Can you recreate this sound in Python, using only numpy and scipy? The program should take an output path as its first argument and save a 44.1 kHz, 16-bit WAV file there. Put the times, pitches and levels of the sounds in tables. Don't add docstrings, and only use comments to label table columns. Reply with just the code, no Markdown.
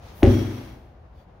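import sys
import numpy as np
from scipy import signal
from scipy.fft import rfft, irfft
from scipy.io import wavfile
from scipy.ndimage import uniform_filter1d

SR = 44100
rng = np.random.default_rng(int(sys.argv[2]) if len(sys.argv) > 2 else 0)


def wav_record(signal):
    frames = np.transpose(np.atleast_2d(signal))
    bounded = np.clip(frames, -1, 1)
    quanta = np.round(bounded * 32767).astype(np.int16)
    wavfile.write(sys.argv[1], SR, quanta)


def gain_from_db(level_db):
    decades = np.asarray(level_db, float) / 20
    return 10 ** decades


N = 61739
TIME_S = np.arange(N) / SR
BIN_HZ = np.fft.rfftfreq(N, 1 / SR)
HIT_S = 0.2299


def since(s):
    return np.maximum(TIME_S - s, 0)


def evened(x):
    return x / np.sqrt(np.mean(x ** 2) + 1e-20)


def read(points, hz):
    f, value = np.transpose(points)
    return np.interp(np.log(hz + 1), np.log(f + 1), value)


def colour(x, points):
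    return irfft(rfft(x) * gain_from_db(read(points, BIN_HZ)), N)


def narrow(x, f_hz, width_hz):
    detuning = 2 * (BIN_HZ - f_hz) / width_hz
    return evened(irfft(rfft(x) / (1 + detuning ** 2), N))


def diffuse(a, b):
    # (frequency [Hz], likeness [0-1])
    likeness = [(60, 1), (130, 1), (290, 0.81), (640, 0.5), (1410, 0.2), (3100, 0.09), (6820, 0.21),
                (15000, 0.3)]
    same = np.clip(read(likeness, BIN_HZ), 0, 1)
    shared = np.sqrt((1 + same) / 2) * rfft(a)
    opposed = np.sqrt((1 - same) / 2) * rfft(b)
    return irfft(np.array([shared + opposed, shared - opposed]), N)


def hiss(grain_db):
    size = gain_from_db(grain_db * uniform_filter1d(rng.standard_normal(N), size=40) * 3.8)
    return evened(diffuse(*(rng.standard_normal((2, N)) * size)))


def wobble(size):
    return evened(uniform_filter1d(uniform_filter1d(rng.standard_normal(N), size), size))


def ball():
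    # (frequency [Hz], level [dB], t60 [s])
    shell = [(312, 1, .014), (385, -17, .07), (475, -19, .05), (545, -16, .08), (605, -23, .06),
             (690, -25, .05), (785, -19, .08)]
    # (frequency [Hz], level [dB per Hz])
    fibres = [(1000, 3), (2500, -4.5), (3400, -6.5), (6000, -4), (8000, -9), (15500, -18)]
    level_db, swell_s = -4, 0.0012
    contact_s = 0.0058
    slap_hz, slap_db, slap_lag_s = 2100, -5, 0.0008
    scuff_db, scuff_t60_s = -20.5, 0.027

    t, released = since(HIT_S), since(HIT_S + contact_s)
    ring = 0
    for hz, db, t60_s in shell:
        ring = ring + gain_from_db(db - 60 * released / t60_s) * np.sin(2 * np.pi * hz * t)
    ring = ring * (1 - np.exp(-t / swell_s))

    u = np.pi * slap_hz * (TIME_S - HIT_S - slap_lag_s)
    slap = gain_from_db(slap_db) * (1 - 2 * u ** 2) * np.exp(-u ** 2)

    late = since(HIT_S + slap_lag_s)
    crush = gain_from_db(scuff_db - 60 * late / scuff_t60_s) * (1 - np.exp(-late / swell_s))
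    scuff = crush * evened(colour(rng.standard_normal(N), fibres))
    return -gain_from_db(level_db) * (ring + slap + scuff)


def slab():
    mode_hz = [56, 83, 101.5, 124, 218, 246, 298, 323, 355, 383]
    # (level [dB], t60 [s], rise [s])
    mode_decay = [(-15, 0.41, 0.0061), (-6.5, 0.28, 0.012), (-11.5, 0.75, 0.0013), (-21, 1, 0.023),
                  (-19, 0.69, 0.024), (-16.5, 0.74, 0.061), (-22.5, 0.52, .02), (-27.5, 0.76, 0.027),
                  (-20.5, 0.58, 0.0077), (-21, 0.697, 0.011)]
    lag_s = 0.0083
    lead_s, lead_hz, lead_db, lead_t60_s = 0.00518, 675, -21.5, 0.12
    push_hz, push_db, push_t60_s = 67.3, -18, 0.16

    t = since(HIT_S + lag_s)
    modes = 0
    for hz, (db, t60_s, rise_s) in zip(mode_hz, mode_decay):
        swell = 1 - np.exp(-t / abs(rise_s))
        modes = modes + gain_from_db(db - 60 * t / t60_s) * swell * np.sin(2 * np.pi * hz * t)

    pressed = since(HIT_S)
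    push = gain_from_db(push_db - 60 * pressed / push_t60_s) * np.sin(2 * np.pi * push_hz * pressed)

    early = since(HIT_S - lead_s)
    knock = gain_from_db(lead_db - 60 * early / lead_t60_s) * np.sin(2 * np.pi * lead_hz * early)
    knock = knock * np.minimum(early / 0.0005, 1)
    return knock + push - modes


def room(x):
    # (frequency [Hz], level [dB])
    returned = [(60, 18.5), (150, 1.5), (300, -7), (480, 7), (800, 0), (2000, 3.5), (4000, -7),
                (12000, -2.5)]
    # (frequency [Hz], t60 [s])
    decay = [(60, .55), (120, 1), (250, 0.96), (500, 0.5), (1000, 0.31), (3000, 0.15), (8000, 0.71)]
    echo_s = [.0055, .0112, .0207, .0228, .0308, .049]
    # (level [dB], left over right [dB])
    echoes = [(-17, 1), (-17, 1), (-13, 2), (-14, 1), (-11, 2), (-18, 0)]
    tail_db, rise_s = -9.5, 0.005

    hz, t, z = signal.stft(diffuse(*rng.standard_normal((2, N))), SR, nperseg=512)
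    fade_db = read(returned, hz)[:, None] - 60 * t / read(decay, hz)[:, None]
    tail = signal.istft(z * gain_from_db(fade_db), SR, nperseg=512)[1][:, :N]
    tail = tail * (1 - np.exp(-TIME_S / rise_s))
    response = gain_from_db(tail_db) * tail / np.linalg.norm(tail[0]) * 3
    for s, (db, pan_db) in zip(echo_s, echoes):
        response[:, round(s * SR)] += gain_from_db(db + np.array([0.5, -0.5]) * pan_db)
    return signal.fftconvolve(x[None], response, axes=1)[:, :N]


def shower():
    # (time [s], level [dB])
    strength = [
        (.235, -71),
        (0.266, -31),
        (0.299, -32),
        (.45, -39.5),
        (.6, -43.5),
        (.72, -50.5),
        (.8, -59),
        (.9, -68),
        (1.0, -84),
    ]
    # (frequency [Hz], level [dB per Hz])
    crumb_colour = [(500, 8.5), (1000, 2), (2200, -1), (5000, -8.5), (6800, -13.5), (9000, -13.5),
                    (15500, -13)]
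    # (frequency [Hz], width [Hz], level [dB], fade against the shower [dB per s])
    loose_metal = [(2200, 200, -19, 0), (3290, 70, -12, 12), (5650, 160, -15, 15), (5950, 200, -17, 40),
                   (15500, 200, -17, 90)]
    fine_hz, fine_s, fine_rise_s = 6000, 0.265, 0.02
    buzz_s, buzz_rise_s = 0.281, 0.021
    patter_db = 0.6

    crumbs = evened(colour(hiss(1.9), crumb_colour))
    coarse = colour(crumbs, [(fine_hz, 0), (fine_hz * 1.5, -30)])
    fine = crumbs - coarse
    out = coarse + fine * (1 - np.exp(-since(fine_s) / fine_rise_s))

    shaken = since(buzz_s)
    for hz, width_hz, db, fade_db in loose_metal:
        strength_of_buzz = gain_from_db(db - fade_db * shaken + 0.67 * wobble(size=900))
        onset = 1 - np.exp(-shaken / buzz_rise_s)
        out = out + strength_of_buzz * onset * narrow(hiss(0.62), hz, width_hz)

    s, db = np.transpose(strength)
    return out * gain_from_db(np.interp(TIME_S, s, db, left=-120) + patter_db * wobble(size=500))


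def sleeves():
    # (middle [s], half length [s], level [dB], brightness in the treble [dB])
    swings = [
        (.085, 0.074, -49, -8.5),
        (0.2, 0.055, -51, 7),
        (1.197, 0.048, -65.5, -3),
        (1.4, 0.026, -86, -2),
    ]
    # (frequency [Hz], level [dB per Hz])
    cloth = [(600, 1), (1500, -1), (3500, -4), (6500, -9), (9000, -11.5), (15500, -6.5)]
    # (frequency [Hz], width [Hz])
    squeaks = [(3450, 400), (4600, 250)]
    squeak_s, squeak_half_s, squeak_db = 1.2, 0.04, -74

    out = 0
    for mid_s, half_s, db, bright_db in swings:
        rustle = evened(colour(hiss(0.89), cloth))
        rustle = colour(rustle, [(6000, 0), (13000, bright_db)])
        out = out + rustle * gain_from_db(db) * np.exp(-((TIME_S - mid_s) / half_s) ** 2)
    squeak = sum(narrow(hiss(0.89), hz, width_hz) for hz, width_hz in squeaks)
    return out + squeak * gain_from_db(squeak_db) * np.exp(-((TIME_S - squeak_s) / squeak_half_s) ** 2)


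def air():
    # (frequency [Hz], level [dB per Hz])
    rumble = [(25, -11.5), (64, -1), (190, -15.5), (260, -20), (775, -18.5), (1200, -27), (5000, -48.5),
              (15000, -70)]
    sway_db = 1.0
    level_db = -48.5 + np.interp(TIME_S, [0.2, 0.7, 0.9], [4, 3, 0])
    return evened(colour(hiss(0.3), rumble)) * gain_from_db(level_db + sway_db * wobble(size=1500))


def scene():
    blow = ball()
    return blow + slab() + room(blow) + shower() + sleeves() + air()


def top_cut(x):
    return signal.sosfilt(signal.butter(12, 16610, fs=SR, output="sos"), x)


def record(dry):
    # (frequency [Hz], level [dB])
    mic = [(22, -18), (45, 2), (6800, -0.5), (7600, -10.5), (8600, -4), (9500, -3)]
    # (frequency [Hz], level [dB])
    passband = [(15750, 0), (15850, -16), (16500, -20), (16700, -70)]
    self_noise_db, lean_db = -83.5, 1.77
    x = dry + gain_from_db(self_noise_db) * rng.standard_normal(dry.shape)
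    x = colour(x, mic) * gain_from_db(np.array([[0.5], [-0.5]]) * lean_db)
    limited = np.tanh(x / 1.606) * 1.545
    return top_cut(colour(limited, passband))


dry = scene()
out = record(dry)
wav_record(out)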